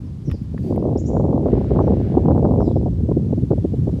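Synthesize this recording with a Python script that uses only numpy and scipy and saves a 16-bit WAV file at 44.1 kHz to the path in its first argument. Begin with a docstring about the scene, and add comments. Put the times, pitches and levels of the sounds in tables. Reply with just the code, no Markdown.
"""Wind blows across a hand-held microphone on a bank above a river.
From the start, large eddies make a deep rumble over the soft hiss of water. The first second brings
thin falling bird whistles, small dry clicks, a thud of the housing and a faint sniff-like hiss.
A near bird gives a buzzy double chirp. As the gust builds, eddies burst on the port, faster and sharper,
and leaves rustle at its height. More far whistles follow, and the wind thins out to single buffets."""
import sys
import numpy as np
from scipy import signal
from scipy.fft import rfft, irfft
from scipy.io import wavfile
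from scipy.ndimage import uniform_filter1d, minimum_filter1d

SR = 44100
rng = np.random.default_rng(int(sys.argv[2]) if len(sys.argv) > 2 else 0)


def digitize_waveform(pressure):
    """Quantize a signal to 16-bit integers and store it at the path in sys.argv[1].

    Rows of a 2-D input are taken as channels; values are limited to [-1, 1].
    """
    field = np.atleast_2d(pressure).T
    bounded = np.clip(field, -1, 1)
    quanta = np.round(bounded * 32767).astype(np.int16)
    wavfile.write(sys.argv[1], SR, quanta)


N = 4 * SR

# slow pressure swell on the microphone: time_s, level_db
RUMBLE_LEVELS = [(0, -31), (.06, -27.5), (.2, -30.5), (.3, -26.5), (.37, -32), (.6, -25), (.75, -24),
                 (1.05, -22.5), (1.2, -20.5), (1.62, -21), (1.75, -16), (2.08, -19.5), (2.35, -15.5),
                 (2.8, -19), (2.93, -20), (3.05, -20), (3.35, -20), (3.47, -23), (3.6, -20), (3.71, -23.5),
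                 (3.79, -19), (4, -23)]
# spectrum of the swell: frequency_hz, density_db
RUMBLE_SPECTRUM = [(20, -52), (31, -47), (42, -23), (58, -5), (95, -3), (160, -8), (250, -15.5), (400, -29),
                   (800, -52), (1600, -88)]
def rumble(evenness=.5, smoothing_s=0.019):
    """Turbulent pressure fluctuation: large, slow eddies merge into a fairly even roll."""
    pressure = noise(RUMBLE_SPECTRUM)
    power = uniform_filter1d(pressure ** 2, int(smoothing_s * SR))
    power = uniform_filter1d(power, int(smoothing_s * SR / 2))
    return envelope(RUMBLE_LEVELS) * rms_one(pressure / (power + 1e-6) ** (evenness / 2))


def eddy(t, hz, phase_turns, ringing=2.13):
    """Convection: a passing vortex pushes and pulls on the port; unit energy, centred on t = 0."""
    swing = np.exp(2j * np.pi * phase_turns) / (1 - 2j * np.pi * hz * t / ringing) ** (ringing + 1)
    pulse = swing.real * soft_window(t)
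    return pulse / np.sqrt(np.sum(pulse ** 2))


# strength of the gust, as the level of its eddies: time_s, level_db
GUST_LEVELS = [(0, -41.5), (.24, -34.5), (.31, -27.5), (.37, -42), (.61, -29), (.73, -20.5), (.91, -20),
               (1.02, -26.5), (1.16, -19.5), (1.48, -19.5), (1.67, -23), (1.87, -18.5), (2.04, -24),
               (2.29, -19), (2.55, -19), (2.8, -23.5), (2.94, -29), (3.14, -26.5), (3.25, -26), (3.47, -33),
               (3.57, -31.5), (3.81, -35), (4, -26)]
def churn(eddies_per_s=520, spread_db=2.5, flutter_db=2.5, reference_hz=200.3, reference_db=-21):
    """Turbulence in a gust: stronger eddies pass faster, so louder pulses are also higher in pitch."""
    octaves_per_db, spread_octaves = 0.0853, 0.21
    count = 3000
    jitter, phases = rng.random((count, 2)).T
    size, pitch = rng.standard_normal((2, count))
    times = (np.arange(count) + jitter) / eddies_per_s
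    gust, flutter = curve(GUST_LEVELS, times), drift(rate_hz=37.5)
    excess_db = np.log(10) / 20 * (spread_db ** 2 + flutter_db ** 2)   # power added by random levels
    stream_gain = np.sqrt(SR / eddies_per_s) / from_db(excess_db)
    out, t = np.zeros(N), np.arange(-400, 400) / SR
    for k in np.flatnonzero(times < (N - 1) / SR):
        db = gust[k] + flutter_db * min(flutter[int(times[k] * SR)], 1.5)
        db += spread_db * np.clip(size[k], -2, 2)
        octaves = octaves_per_db * (db - reference_db) + spread_octaves * np.clip(pitch[k], -2, 1.5)
        pulse = eddy(t, reference_hz * 2 ** octaves, phases[k]) * soft_window(t)
        add(out, times[k] + t[0], stream_gain * from_db(db) * pulse)
    return butter(out, 1170, "low", order=6)


# knots of eddies that hit the port: centre_s, level_db, length_s, pitch_hz
BUFFET_KNOTS = [(0.282, -16, 0.012, 135), (0.345, -24.5, 0.013, 197), (0.418, -19, 0.012, 100),
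                (0.545, -22, 0.0122, 201), (0.71, -17.5, 0.019, 204), (0.862, -27, .012, 240),
                (0.88, -21.5, 0.0096, 280), (0.959, -14, 0.0083, 280), (1.153, -17.5, 0.0098, 280),
                (1.171, -15.5, 0.015, 251), (1.203, -19.5, 0.016, 240), (1.246, -21, 0.016, 279),
                (1.302, -23, 0.026, 234), (1.345, -16, .012, 167), (1.359, -19, 0.011, 290),
                (1.463, -15, .014, 277), (1.534, -9, 0.014, 209), (1.579, -15.5, 0.0089, 260),
                (1.717, -13.5, .018, 200), (1.768, -17, 0.016, 270), (1.791, -17, 0.0089, 400),
                (1.805, -15.5, 0.011, 310), (1.879, -16, 0.011, 330), (1.905, -13, 0.02, 231),
                (1.936, -15.5, 0.016, 190), (2.176, -7, 0.012, 280), (2.259, -19, 0.011, 280),
                (2.286, -12.5, 0.012, 280), (2.309, -10.5, 0.021, 244), (2.35, -14, .01, 220),
                (2.379, -22, 0.014, 280), (2.451, -13, 0.015, 250), (2.588, -12.5, 0.0094, 230),
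                (2.605, -19.5, 0.011, 344), (2.511, -13, 0.00783, 217), (2.68, -14, 0.013, 234),
                (2.767, -14.5, 0.018, 235), (2.864, -17, 0.013, 257), (2.881, -25, 0.01265, 272),
                (3.036, -16, 0.015, 128), (3.092, -17, 0.013, 219), (3.117, -16, 0.01185, 272),
                (3.172, -13.5, 0.014, 178), (3.331, -15.5, 0.014, 219), (3.381, -17, 0.013, 195),
                (3.434, -12.5, 0.021, 136), (3.512, -12.5, 0.017, 249), (3.532, -15.5, 0.016, 215),
                (3.582, -20, 0.0099, 204), (3.65, -13.5, 0.016, 171), (3.723, -21.5, 0.0087, 186),
                (3.741, -19.5, 0.013, 197), (3.789, -12.5, 0.017, 109), (3.83, -15.5, 0.017, 121),
                (3.877, -16, 0.014, 240), (3.894, -25, 0.013, 267), (3.943, -18, .015, 135)]
def buffets(count=5, spread_share=0.397, spread_octaves=0.14, trim_db=-0.12):
    """Superposition: one strong eddy and weaker ones crowded around it sum to a single blow."""
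    out, t = np.zeros(N), np.arange(-2000, 2000) / SR
    places = np.linspace(-1, 1, count)
    weights = from_db(-6 * np.abs(places))
    for centre_s, db, length_s, hz in BUFFET_KNOTS:
        phases, jitter, detune = rng.uniform(-1.068, 1, (3, count))
        delays_s = length_s * spread_share * (places + jitter / count)
        pitches_hz = hz * 2 ** (spread_octaves * detune)
        knot = sum(weights[k] * eddy(t - delays_s[k], pitches_hz[k], phases[k]) for k in range(count))
        knot *= np.sqrt(length_s * SR / np.sum(knot ** 2))
        add(out, centre_s + t[0], from_db(db + trim_db) * knot)
    return butter(out, 1330, "low", order=6)


# the sharpest eddies on the port: centre_s, relative_peak_db
SNAP_PEAKS = [(0.961, -23.5), (1.169, -10), (1.206, -22.5), (1.459, -18), (1.484, -18.5), (1.536, -20),
              (1.645, -20.5), (1.708, -18.5), (1.719, -20), (1.761, -12.5), (1.791, -8.5), (1.808, -15),
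              (1.878, -16.5), (2.259, -16), (2.285, -15.5), (2.309, -11), (2.318, -15), (2.364, -19.5),
              (2.379, -13.5), (2.452, -11), (2.606, -11.5), (3.118, -23), (3.508, -23), (3.52, -17),
              (3.646, -29)]
def snaps(pitch_hz=446, trim_db=-1.5):
    """A shorter pulse has a wider spectrum: lone, very fast eddies give the gust its crackle."""
    out, t = np.zeros(N), np.arange(-400, 400) / SR
    for centre_s, db in SNAP_PEAKS:
        pulse = eddy(t, pitch_hz, rng.random())
        add(out, centre_s + t[0], from_db(db + trim_db) * pulse / np.abs(pulse).max())
    return butter(out, 1850, "low", order=6)


# small dry clicks close to the microphone: start_s, level_db, low_hz, high_hz, t60_s
SOFT_CLICKS = [(0.298, -40, 500, 3000, 0.031), (0.313, -33, 348, 2920, 0.037),
               (0.313, -40.5, 3300, 15000, 0.016), (.43, -60, 11000, 15500, .03),
               (.577, -29, 550, 2140, 0.015), (0.759, -41.5, 1500, 2980, 0.017),
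               (0.76, -40.5, 8000, 12500, 0.011)]
def clicks_and_thud(attack_s=0.0022, thud_s=.313, thud_db=-13, thud_hz=83, thud_t60_s=0.14):
    """Exponential decay: short bursts of noise make dry clicks; a damped mode of the housing thuds."""
    out, t = np.zeros(N), np.arange(SR // 5) / SR
    for start_s, db, low_hz, high_hz, t60_s in SOFT_CLICKS:
        burst = rng.standard_normal(len(t)) * from_db(db - 60 * t / t60_s) * np.minimum(t / attack_s, 1)
        band_gain = np.sqrt(SR / 2 / (high_hz - low_hz))
        add(out, start_s, band_gain * butter(burst, [low_hz, high_hz], "band", order=4))
    thud = from_db(thud_db - 60 * t / thud_t60_s) * np.sin(2 * np.pi * thud_hz * t)
    add(out, thud_s, butter(thud, 410, "low"))
    return out


# airy, sniff-like hiss: frequency_hz, density_db
SNIFF_SPECTRUM = [(1000, -12), (2200, -5), (3500, -6), (4200, -7), (4600, 2), (5200, -7), (7800, -10),
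                  (12000, -14), (14600, -14), (15500, -36)]
def faint_sniff(start_s=.56, length_s=0.23, level_db=-60):
    """Amplitude-shaped noise: a short, faint, sniff-like hiss that swells and fades."""
    out, count = np.zeros(N), int(length_s * SR)
    swell = np.sin(np.linspace(0, np.pi, count))
    add(out, start_s, from_db(level_db) * swell * noise(SNIFF_SPECTRUM)[:count])
    return out


# buzzy notes that rise to their pitch: start_s, length_s, level_db, rise_hz
CHIRP_NOTES = [(0.971, 0.041, -49.5, 1160), (1.056, 0.041, -50.5, 796)]
def chirps(pitch_hz=6650, trill_per_s=112, sweep_hz=1780, rise_s=0.012):
    """Frequency and amplitude modulation: a near bird's fast run of downward sweeps makes a buzz."""
    out, waver_hz = np.zeros(N), 170 * drift(rate_hz=63)
    for start_s, length_s, db, rise_hz in CHIRP_NOTES:
        t = np.arange(int(length_s * SR)) / SR
        cycle = t * trill_per_s % 1
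        hz = pitch_hz + sweep_hz * (.5 - cycle) - rise_hz * np.clip(2 * (1 - t / rise_s), 0, 1)
        hz += waver_hz[int(start_s * SR):][:len(t)]
        pulsing = np.sqrt(np.sin(np.pi * cycle))
        add(out, start_s, from_db(db) * tone(hz, taper=0.19) * pulsing)
    out += from_db(-3) * scatter(out, build_s=0.0015, t60_s=0.043)   # the bush around the bird
    return out + from_db(-7) * scatter(out, build_s=0.055)


# calls of distant birds: start_s, length_s, start_hz, end_hz, level_db
WHISTLE_GLIDES = [(0.038, 0.069, 5650, 4430, -72), (0.242, .15, 6030, 4370, -60.5),
                  (0.779, 0.034, 5840, 4680, -71), (1.81, 0.069, 6050, 5300, -69),
                  (2.17, 0.17, 7500, 4100, -79), (2.594, 0.1, 5700, 4650, -62.5),
                  (2.65, .085, 4120, 3480, -63), (2.627, 0.083, 7170, 7630, -70.5),
                  (2.73, 0.065, 5630, 4900, -70)]
def whistles():
    """Random frequency modulation roughens the thin glides of far birds; their echo blurs them."""
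    out, waver_hz = np.zeros(N), 200 * drift(rate_hz=190)
    for start_s, length_s, start_hz, end_hz, db in WHISTLE_GLIDES:
        hoarse_hz = waver_hz[int(start_s * SR):int((start_s + length_s) * SR)]
        glide_hz = np.linspace(start_hz, end_hz, len(hoarse_hz))
        add(out, start_s, from_db(db) * tone(glide_hz + hoarse_hz, taper=0.31))
    return out + from_db(-4) * scatter(out, build_s=.005)


def scatter(x, build_s, t60_s=0.51):
    """Diffuse scattering: echoes from foliage and the far bank swell, then decay exponentially."""
    t = np.arange(SR) / SR
    tail = rng.standard_normal(SR) * from_db(-60 * t / t60_s) * (1 - np.exp(-t / build_s))
    return signal.fftconvolve(x, tail / np.sqrt(np.sum(tail ** 2)))[:N]


# rush of leaves: time_s, level_db
LEAF_LEVELS = [(1.38, -71.5), (1.52, -55), (1.75, -56), (1.89, -57.5), (2.06, -54.5), (2.25, -61),
               (2.5, -75)]
# spectrum of the rush: frequency_hz, density_db
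LEAF_SPECTRUM = [(500, -9), (1500, 1.5), (2200, -2.5), (3400, -8.5), (5200, -15), (6500, -28.5),
                 (12000, -45)]
def leaves():
    """Incoherent addition: many leaves blend into a smooth hiss while the wind is strongest."""
    return envelope(LEAF_LEVELS) * noise(LEAF_SPECTRUM)


# background of water and leaves: time_s, level_db
RIVER_LEVELS = [(0, -57), (.5, -56.5), (1.3, -56.5), (2.4, -56), (2.9, -56.5), (4, -53.5)]
# spectrum of the background: frequency_hz, density_db
RIVER_SPECTRUM = [(200, 10), (550, 8.5), (950, 6.5), (1400, -1), (2200, -4), (4000, -4.5), (6500, -9),
                  (8500, -12.5), (12000, -17), (13000, -26), (15600, -33)]
def river():
    """Broadband flow noise: water and leaves make a soft, nearly steady hiss."""
    return envelope(RIVER_LEVELS) * noise(RIVER_SPECTRUM)


def from_db(db):
    """Decibels to amplitude ratio."""
    return 10 ** (np.asarray(db) / 20)


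def rms_one(x):
    """Normalisation to unit rms."""
    return x / np.sqrt(np.mean(x ** 2) + 1e-20)


def curve(rows, t):
    """Linear interpolation of (time_s, value) rows."""
    return np.interp(t, *np.transpose(rows))


def envelope(levels):
    """Amplitude envelope from (time_s, level_db) rows."""
    return from_db(curve(levels, np.arange(N) / SR))


def soft_window(t):
    """Taper from 1 at t = 0 to zero at both ends."""
    return (1 - (t / t[0]) ** 2) ** 2


def add(out, start_s, sound):
    """Superposition of a sound on the mix."""
    i = max(int(start_s * SR), 0)
    out[i:i + len(sound)] += sound[:max(N - i, 0)]


def butter(x, hz, kind, order=2):
    """Butterworth filter."""
    return signal.sosfilt(signal.butter(order, hz, kind, fs=SR, output="sos"), x)


def noise(spectrum):
    """Spectral shaping of white noise by (frequency_hz, density_db) rows; rms 1."""
    hz, db = np.transpose(spectrum)
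    bins_hz = np.maximum(np.arange(N // 2 + 1) * SR / N, 1)
    gain = from_db(np.interp(np.log(bins_hz), np.log(hz), db))
    return rms_one(irfft(rfft(rng.standard_normal(N)) * gain, N))


def drift(rate_hz):
    """Band-pass noise: a random swing around rate_hz, with no slow trend; rms 1."""
    ratio = np.arange(N // 2 + 1) * SR / N / rate_hz
    return rms_one(irfft(rfft(rng.standard_normal(N)) * ratio ** 2 / (1 + ratio ** 2) ** 2, N))


def tone(hz, taper):
    """Phase is the integral of frequency: a sine on a pitch track, faded in and out; rms about 1."""
    phase = 2 * np.pi * np.cumsum(hz) / SR
    return np.sqrt(2) * np.sin(phase) * signal.windows.tukey(len(hz), taper)


def scene(port_low_hz=70):
    """Linear superposition: wind at the microphone port adds to the quiet riverside, in mono."""
    eddies = butter(churn() + buffets() + snaps(), port_low_hz, "high", order=4)
    mix = eddies + river() + rumble() + leaves() + chirps() + whistles()
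    return (mix + clicks_and_thud() + faint_sniff())[None]


def record(dry, ceiling=0.82, low_hz=30.2, high_hz=15700):
    """Band and peak limiting: the deepest bass is shed, the ends fade, peaks are eased, the top is cut."""
    hold = SR // 100   # 10 ms
    faded = butter(dry, low_hz, "high", order=4) * signal.windows.tukey(N, hold / N)
    gain = minimum_filter1d(np.minimum(1, ceiling / (np.abs(faded) + 1e-9)), 2 * hold)
    gain = uniform_filter1d(uniform_filter1d(gain, hold), hold)
    return signal.sosfilt(signal.ellip(10, .1, 80, high_hz, fs=SR, output="sos"), faded * gain)


dry = scene()
out = record(dry)
digitize_waveform(out)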